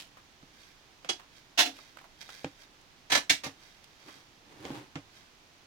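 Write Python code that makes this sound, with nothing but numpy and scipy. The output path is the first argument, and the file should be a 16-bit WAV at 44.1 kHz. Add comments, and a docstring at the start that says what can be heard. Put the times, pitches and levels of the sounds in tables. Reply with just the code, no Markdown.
"""A hillside, the microphone just left of a rock pile, a stream hissing faintly in the distance.
A stone knock dies away, then loose pebbles tick and gravel trickles down in short runs to the end.
Tossed stones clink in bursts of tiny contacts: at 1.1 s with a low knock, at 1.6 s ringing the pile.
A hard thump rings the soil close by at 2.4 s; three more stones clatter down between 3.1 and 3.5 s.
From 4 s the soil is scuffed near the microphone, with three last thumps just before 5 s."""
import sys
import numpy as np
from scipy import signal
from scipy.fft import rfft, irfft, next_fast_len
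from scipy.io import wavfile

SR = 44100
rng = np.random.default_rng(int(sys.argv[2]) if len(sys.argv) > 2 else 0)


def transcribe(u):
    """Save the signal u as a 16-bit wav file named by the first command-line argument.

    u: samples, shape (n,) or (channels, n), limited to [-1, 1]; the rate is SR.
    q: integer samples, one column per channel.
    """
    v = np.clip(np.atleast_2d(u).T, -1, 1)
    q = np.round(v * 32767).astype(np.int16)
    wavfile.write(sys.argv[1], SR, q)


N = 249606
TIME = np.arange(N) / SR

# stone striking stone on the pile: start_s, stone_index, level_db, tail_db (relative to the burst)
KNOCKS = [(1.0882, 0, -23, -7), (1.574, 1, -21.5, -11), (1.5858, 1, -17, -10), (1.597, 1, -17.5, -2.5),
          (1.6532, 1, -34.5, -1), (3.098, 2, -31.5, -6), (3.116, 2, -20, -3), (3.132, 2, -27, -11),
          (3.147, 2, -19, -5), (3.168, 2, -26, -16), (3.2942, 3, -13, -4.5), (3.4336, 4, -36, -1),
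          (3.4582, 4, -41.5, -6)]
# ringing modes, one list per stone: pitch_hz, level_db, pan_db (positive is left of the microphone)
STONE_MODES = [
    [(343, -17.5, -1.5), (1852, -24, -9), (2020, -24, 1), (2150, -23, -5), (2880, -11, -3), (3000, -16, -8),
     (3330, -4.5, -12), (3420, -13.5, -18), (4050, -22, -4), (4480, -12, -14), (5170, -18, 2),
     (5130, -16.5, -9), (6040, -19, -8), (6300, -29, 1), (8430, -24, -14)],
    [(296, -23.5, 0), (716, -15, 9), (901, -23, -4), (1650, -39, -5), (1900, -16.5, -18), (2116, -20, 4),
     (2680, -15, -14), (2720, -16, -1), (3000, -24, -9), (3390, -13, -1), (3420, -14.5, -13),
     (4060, -19, -7), (3880, -32, -5), (4471, -19.5, 0), (4900, -35, -1), (5350, -27, -14), (5650, -15, -9),
     (5620, -22, -3), (5690, -17, -7), (6200, -22, -7), (6596, -26, -11), (6700, -22, 7),
     (10150, -27.5, 15)],
    [(288, -20, 0), (676, -19.5, 3), (1305, -20, 0), (1446, -29, -6), (1745, -8, -4), (2020, -16, 4),
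     (2103, -13, -9), (2264, -15, -2), (2540, -27, 3), (3150, -19, 6), (3220, -17, -11), (3550, -19, -13),
     (3770, -16, -4), (3930, -14, -1), (4340, -31, -14), (4460, -26, -13), (4710, -19, 4), (4790, -19, -9),
     (5300, -22, -10), (5300, -16.5, -9), (5800, -18, 5), (7500, -28, -2), (8700, -35, -11)],
    [(284, -25.5, 3.5), (662, -26.5, 13), (1800, -20.5, -15), (1950, -15.5, 0), (2260, -12, 6),
     (3130, -19, -1), (3400, -14.5, -9), (3600, -20, 0), (3691, -18, -9), (4320, -27, 8), (4150, -33, -4),
     (4320, -22, -8), (4680, -18, 1), (5550, -21, -9), (5580, -20, -7), (5500, -32, -18), (6750, -29, -10),
     (6565, -22, 6), (6620, -21, 8), (7172, -28, 5), (9000, -30, 10), (9150, -36, -7.5)],
    [(270, -17, 1), (926, -20, 5), (1175, -10.5, -1), (3310, -15, -4), (3700, -11.5, -9), (3940, -15, -7),
     (4870, -14, -3.5), (4800, -12.5, -24)],
]
# spectrum of the contacts, one list per stone: frequency_hz, gain_db
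STONE_CRUNCH = [
    [(130, -19), (330, 7), (500, -4), (720, 5.5), (1050, -3.5), (1500, 0), (2200, 0.5), (3400, 5.5),
     (5800, 4.5), (8000, -7.5), (11500, -17.5), (15000, -27)],
    [(130, -17.5), (330, 2), (500, -7), (720, 16), (1050, -1), (1500, 5.5), (2200, 6.5), (3400, 8.5),
     (5800, 4.5), (8000, -5.5), (11500, -12.5), (15000, -14.5)],
    [(130, -6), (330, 1.5), (500, 1.5), (720, 5), (1050, 3), (1500, 6.5), (2200, 8), (3400, 6), (5800, 3.5),
     (8000, -3.5), (11500, -12.5), (15000, -17)],
    [(130, -8.5), (330, -10), (500, -8), (720, -4), (1050, -9.5), (1500, 0.5), (2200, 5.5), (3400, 3),
     (5800, -1), (8000, -7), (11500, -17), (15000, -17)],
    [(130, 6), (330, 5), (500, 14), (720, 8.5), (1050, 5.5), (1500, 6), (2200, 7.5), (3400, 4.5), (5800, 6),
     (8000, -5), (11500, -10), (15000, -15)],
]
# where each band of the pile sits between left and right: frequency_hz, pan_db
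PILE_PAN = [(140, 1), (300, -2), (680, 15), (1050, 0), (1450, -5.5), (2150, -2.5), (3450, -15.5),
            (5100, -10.5), (7200, -2), (9500, -3.5), (13500, 6)]
# low thuds: close thumps on the soil, the first stone's low knock at 1.09 s, and the pile ringing on
# at 1.66 s: start_s, slap_db, slap_hz, boom_db, hollow_db, grit_db, decay_ratio
THUDS = [(0.428, -58, 304, -43, -47.5, -64, 0.42), (1.047, -46, 400, -58, -56, -49, 1.04),
         (1.094, -30, 380, -66, -56, -70, 0.84), (1.656, -62, 400, -74, -38, -70, 1.46),
         (2.445, -18.5, 536, -34.5, -30, -41, 0.64), (3.462, -49, 450, -41, -38, -44, 0.75),
         (4.652, -30, 428, -38, -40, -44, 0.43), (4.704, -25.5, 294, -38, -35, -67, 0.78),
         (4.956, -45, 258, -33.5, -33, -42, 0.73)]
# deep, booming ground modes, varied at each thud: pitch_hz, level_db, t60_s
BOOM_MODES = [(102.6, -12, 0.3), (156, 7, 0.11)]
# upper, hollow ground modes, varied at each thud: pitch_hz, level_db, t60_s
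HOLLOW_MODES = [(280.6, 1.5, 0.17), (307.8, 1.5, 0.127), (480.5, -10, 0.16), (572, -18, 0.23),
                (817, -15.5, 0.21)]
# spectrum of the grit in a thud: frequency_hz, gain_db
GRIT_COLOUR = [(200, -62), (500, 11.5), (1000, 9.5), (1700, 8), (2500, 8), (4000, 0), (7000, -6),
               (15000, -39)]
# a stone knock dying away at the start, then loose pebbles ticking: start_s, level_db, pitch_hz, t60_s
TICKS = [(-0.004, -42, 2980, 0.21), (0.17, -49, 1010, 0.13), (1.046, -50, 2980, 0.063),
         (1.191, -51, 1100, 0.25), (1.765, -52, 2800, 0.11), (1.788, -45, 1070, 0.055),
         (1.969, -39, 1120, 0.033), (1.986, -47.5, 1570, 0.087), (2.01, -49, 820, 0.097),
         (2.041, -51.5, 890, 0.13), (2.29, -44.5, 1260, 0.085), (2.813, -58, 5000, 0.028),
         (3.842, -47, 3600, 0.028), (4.084, -51, 1180, 0.27)]
# runs of gravel down the pile: peak_s, level_db, rise_s, fall_s
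SLIDES = [(0.62, -57.5, .17, 0.25), (1.38, -56.5, 0.089, 0.063), (1.80, -55, 0.21, .25),
          (2.216, -44, 0.02, 0.043), (2.33, -49.5, 0.17, 0.23), (2.625, -53.5, 0.08, 0.058),
          (3.65, -57.5, 0.13, 0.26), (4.15, -55.5, 0.37, 0.15), (5.17, -57, 0.092, 0.17)]
# spectrum of the running gravel: frequency_hz, gain_db
SLIDE_COLOUR = [(410, 1.5), (700, 4.5), (1380, -12), (1630, -4.5), (3060, -3.5), (5310, 4.5), (5880, 5.5),
                (7130, -1), (15000, -6)]
# resonances of the rocks under the gravel: pitch_hz, width_hz, gain_db
SLIDE_RINGS = [(1580, 270, 13.5), (2055, 63, 13.5), (2310, 200, 9), (3210, 120, 11), (3730, 33, 13),
               (4460, 80, 5)]
# close scuffs on the soil: peak_s, level_db, rise_s, fall_s
SCUFFS = [(4.088, -53.5, 0.062, 0.048), (4.162, -58, 0.027, 0.074), (4.536, -56.5, 0.13, 0.11),
          (4.675, -45, 0.12, 0.16), (4.765, -45, 0.16, 0.11)]
# spectrum of the dragged soil: frequency_hz, gain_db
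SCUFF_COLOUR = [(41, -45), (70, -19), (131, -4), (172, -17), (206, -6), (241, -13), (301, -3.5),
                (432, -10.5), (578, -9), (618, -17), (809, -8.5), (1210, -14), (3410, -20), (15000, -40)]
# spectrum of the distant water: frequency_hz, gain_db
STREAM_COLOUR = [(12, -15), (24, 1), (60, -6.5), (150, -6), (215, -8.5), (300, -6), (480, -12), (800, -9.5),
                 (1500, -11.5), (3500, -12.5), (6300, -17), (7900, -26), (11000, -30.5), (15500, -32)]
# how alike left and right are at the microphone: frequency_hz, correlation
STEREO_CORRELATION = [(40, 0.49), (150, 0.83), (300, 0.91), (700, 0.43), (1400, -0.12), (3100, 0.13),
                      (15000, -0.042)]


def stones(rattle_t60=0.18, clink_t60=0.16, clunk_t60=0.2, bass_late_s=0.0052, bass_hz=480,
           ring_db=-2.0, crunch_db=-1.57):
    """On the pile, rough faces meet in a burst of contacts; the stone rings and the rocks rattle on."""
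    out = np.zeros((2, N))
    low_pass = signal.butter(2, bass_hz, fs=SR, output="sos")
    no_rumble = signal.butter(2, 80, "high", fs=SR, output="sos")
    for stone, (modes, spectrum) in enumerate(zip(STONE_MODES, STONE_CRUNCH)):
        start = min(s for s, which, _, _ in KNOCKS if which == stone)
        t = start + TIME[:SR // 2]
        rattle = knock_envelope(stone, t, rattle_t60)
        clink = knock_envelope(stone, t, clink_t60, sustain_db=1.0)
        clunk = knock_envelope(stone, t, clunk_t60)
        # the heavy pile answers later than the hard surfaces
        heave = knock_envelope(stone, t - bass_late_s, rattle_t60)
        crunch = colour(contacts(len(t), per_s=14000, spread_db=0), spectrum, PILE_PAN)
        bass = signal.sosfiltfilt(low_pass, crunch)
        treble = rock_reflections(crunch - bass)
        sound = from_db(crunch_db) * signal.sosfilt(no_rumble, treble * rattle + bass * heave)
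        for hz, mode_db, pan_db in modes:
            deep = hz < bass_hz
            envelope = heave if deep else clunk if hz < 1000 else clink
            # deep modes reach both channels in step, high ones a quarter cycle apart
            apart = 0 if deep else rng.choice([-1, 1]) * np.pi / 2
            phase = 2 * np.pi * (hz * t + rng.random())
            tone = np.sqrt(2) * np.sin([phase, phase + apart])
            sound += from_db(ring_db + mode_db) * panned(pan_db) * envelope * tone
        add(out, sound, start)
    return out


def knock_envelope(stone, t, t60, sustain_db=0, peak_s=0.0083):
    """One stone's knocks, added by power: each a short burst of contact, then a tail."""
    power = np.zeros(len(t))
    for s, which, db, tail_db in KNOCKS:
        if which == stone:
            since = np.maximum(t - s, 0)
            age = since / peak_s
            burst = (age * np.exp(1 - age)) ** 1.69
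            decay = fade(np.maximum(since - 2 * peak_s, 0), t60)
            tail = from_db(tail_db + sustain_db) * (1 - np.exp(-age)) * decay
            power += from_db(db) ** 2 * (burst ** 2 + tail ** 2)
    return np.sqrt(power)


def rock_reflections(direct, t60=0.06):
    """Dense early echoes off the neighbouring rocks, as strong as the direct sound."""
    t = TIME[:SR // 20]
    echoes = rng.standard_normal((2, len(t))) * fade(t, t60)
    echoes /= np.sqrt(np.sum(echoes ** 2, axis=1, keepdims=True))
    reflected = signal.fftconvolve(direct, echoes, axes=1)[:, :direct.shape[1]]
    return (direct + reflected) / np.sqrt(2)


def thuds(slap_t60_cycles=5.2, grit_t60=0.22, crack_db=7, crack_t60=0.013, pan_db=-2.5):
    """Low thuds of soil, stone and pile: a short slap and dry crack, then a low ring and some grit."""
    out, t = np.zeros((2, N)), TIME[:SR // 3]
    high_pass = signal.butter(1, 170, "high", fs=SR, output="sos")
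    for s, slap_db, slap_hz, boom_db, hollow_db, grit_db, decay_ratio in THUDS:
        pulse = np.sin(2 * np.pi * slap_hz * t) * fade(t, slap_t60_cycles / slap_hz)
        slap = from_db(slap_db) * signal.sosfilt(high_pass, pulse)
        boom = from_db(boom_db) * ground_ring(BOOM_MODES, t, decay_ratio, detune=0.041)
        hollow = from_db(hollow_db) * ground_ring(HOLLOW_MODES, t, decay_ratio, detune=0.022)
        body = (boom + hollow) * (1 - np.exp(-t / 0.0074))
        spurt = fade(t, grit_t60 * decay_ratio) + from_db(crack_db) * fade(t, crack_t60)
        grit = colour(contacts(len(t), per_s=16000, spread_db=3) * spurt, GRIT_COLOUR)
        add(out, panned(pan_db) * (slap + body + from_db(grit_db) * grit), s)
    return out


def ground_ring(modes, t, decay_ratio, detune):
    """Damped ground modes, a little different at every spot."""
    ring = 0
    for hz, db, t60 in modes:
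        pitch_hz = hz * (1 + detune * rng.standard_normal())
        ring += from_db(db) * fade(t, t60 * decay_ratio) * np.sin(2 * np.pi * pitch_hz * t)
    return ring


def ticks(pan_db=-3.5, attack_s=0.00022):
    """Right of centre, a knock's tail, then loose pebbles: short patters with one broad resonance."""
    out, t = np.zeros((2, N)), TIME[:SR // 4]
    for s, db, hz, t60 in TICKS:
        resonance = [(hz / 8, -13), (hz / 2, -9), (hz, 0), (hz * 3, -14), (hz * 9, -28)]
        patter = rms_one(colour(contacts(len(t), per_s=2300, spread_db=2), resonance))
        envelope = fade(t, t60) * (1 - np.exp(-t / attack_s))
        add(out, from_db(db) * panned(pan_db) * patter * envelope, s)
    return out


def gravel_slides(ring_db=10):
    """Gravel trickles down the pile and sets the rocks ringing."""
    grains = colour(contacts(N, per_s=3000, spread_db=3), SLIDE_COLOUR, PILE_PAN)
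    rings = sum(from_db(db) * signal.lfilter(*signal.iirpeak(hz, hz / width_hz, fs=SR), grains)
                for hz, width_hz, db in SLIDE_RINGS)
    return strokes(SLIDES, roundness=1.25) * rms_one(grains + from_db(ring_db) * rings)


def scuffs(gain_db=1.0, pan_db=-2.0, hollow_hz=305, hollow_db=-3):
    """Near the microphone, dragged soil and grit stir the ground's hollow resonance."""
    grains = colour(contacts(N, per_s=5000, spread_db=3), SCUFF_COLOUR)
    hollow = from_db(hollow_db) * signal.lfilter(*signal.iirpeak(hollow_hz, Q=4, fs=SR), grains)
    return from_db(gain_db) * panned(pan_db) * rms_one(grains + hollow) * strokes(SCUFFS, roundness=1.5)


def strokes(rows, roundness, swing_db=20):
    """Each slide or scuff gains swing_db over its rise and loses it over its fall; powers add."""
    power = 0
    for peak_s, db, rise_s, fall_s in rows:
        away = np.maximum((peak_s - TIME) / rise_s, (TIME - peak_s) / fall_s)
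        power += from_db(db - swing_db * np.minimum(away, 4) ** roundness) ** 2
    return np.sqrt(power)


def stream(level_db=-59, pan_db=-4.0):
    """Water far off to the right: a smooth, steady hiss."""
    hiss = colour(rng.standard_normal((2, N)), STREAM_COLOUR)
    return from_db(level_db) * panned(pan_db) * rms_one(hiss)


def contacts(samples, per_s, spread_db):
    """Tiny contacts of uneven size at random moments, two channels, rms 1."""
    touches = rng.random(samples) < per_s / SR
    sizes = from_db(spread_db * rng.standard_normal(samples))
    return rms_one(touches * sizes * rng.standard_normal((2, samples)))


def colour(x, spectrum, pan_curve=None):
    """Minimum-phase filter; left and right are alike in the bass and differ in the treble."""
    size = 2 * next_fast_len(x.shape[1] // 2 + 2048)
    hz = np.fft.rfftfreq(size, 1 / SR)
    cepstrum = irfft(np.log(from_db(at_hz(spectrum, hz))))
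    # folding the cepstrum makes the filter causal
    cepstrum[1:size // 2] *= 2
    cepstrum[size // 2 + 1:] = 0
    mid, side = rfft(x, size)
    alike = at_hz(STEREO_CORRELATION, hz)
    stereo = np.sqrt((1 + alike) / 2) * mid + np.sqrt((1 - alike) / 2) * side * [[1], [-1]]
    if pan_curve is not None:
        stereo *= panned(at_hz(pan_curve, hz))
    return irfft(stereo * np.exp(rfft(cepstrum)))[:, :x.shape[1]]


def at_hz(points, hz):
    """Reads rows of (frequency_hz, value) on a log-frequency axis."""
    frequencies, values = np.transpose(points)
    return np.interp(np.log(np.maximum(hz, 1)), np.log(frequencies), values)


def panned(db):
    """Constant-power gains, left louder than right by db."""
    gains = from_db(np.array([[.5], [-.5]]) * db)
    return gains / np.sqrt(np.mean(gains ** 2, axis=0))


def add(out, sound, start_s):
    """Mixes a sound in at start_s."""
    start = round(start_s * SR)
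    skip, end = max(-start, 0), min(start + sound.shape[1], N)
    out[:, start + skip:end] += sound[:, skip:end - start]


def fade(t, t60):
    return from_db(-60 * t / t60)


def from_db(db):
    return 10 ** (np.asarray(db) / 20)


def rms_one(x):
    return x / np.sqrt(np.mean(x ** 2) + 1e-20)


def scene():
    """The hillside as it reaches the microphone."""
    return stones() + thuds() + ticks() + gravel_slides() + scuffs() + stream()


def record(dry):
    """The treble is cut steeply above 16.2 kHz."""
    return signal.sosfilt(signal.ellip(10, .1, 70, 16200, fs=SR, output="sos"), dry)


dry = scene()
out = record(dry)
transcribe(out)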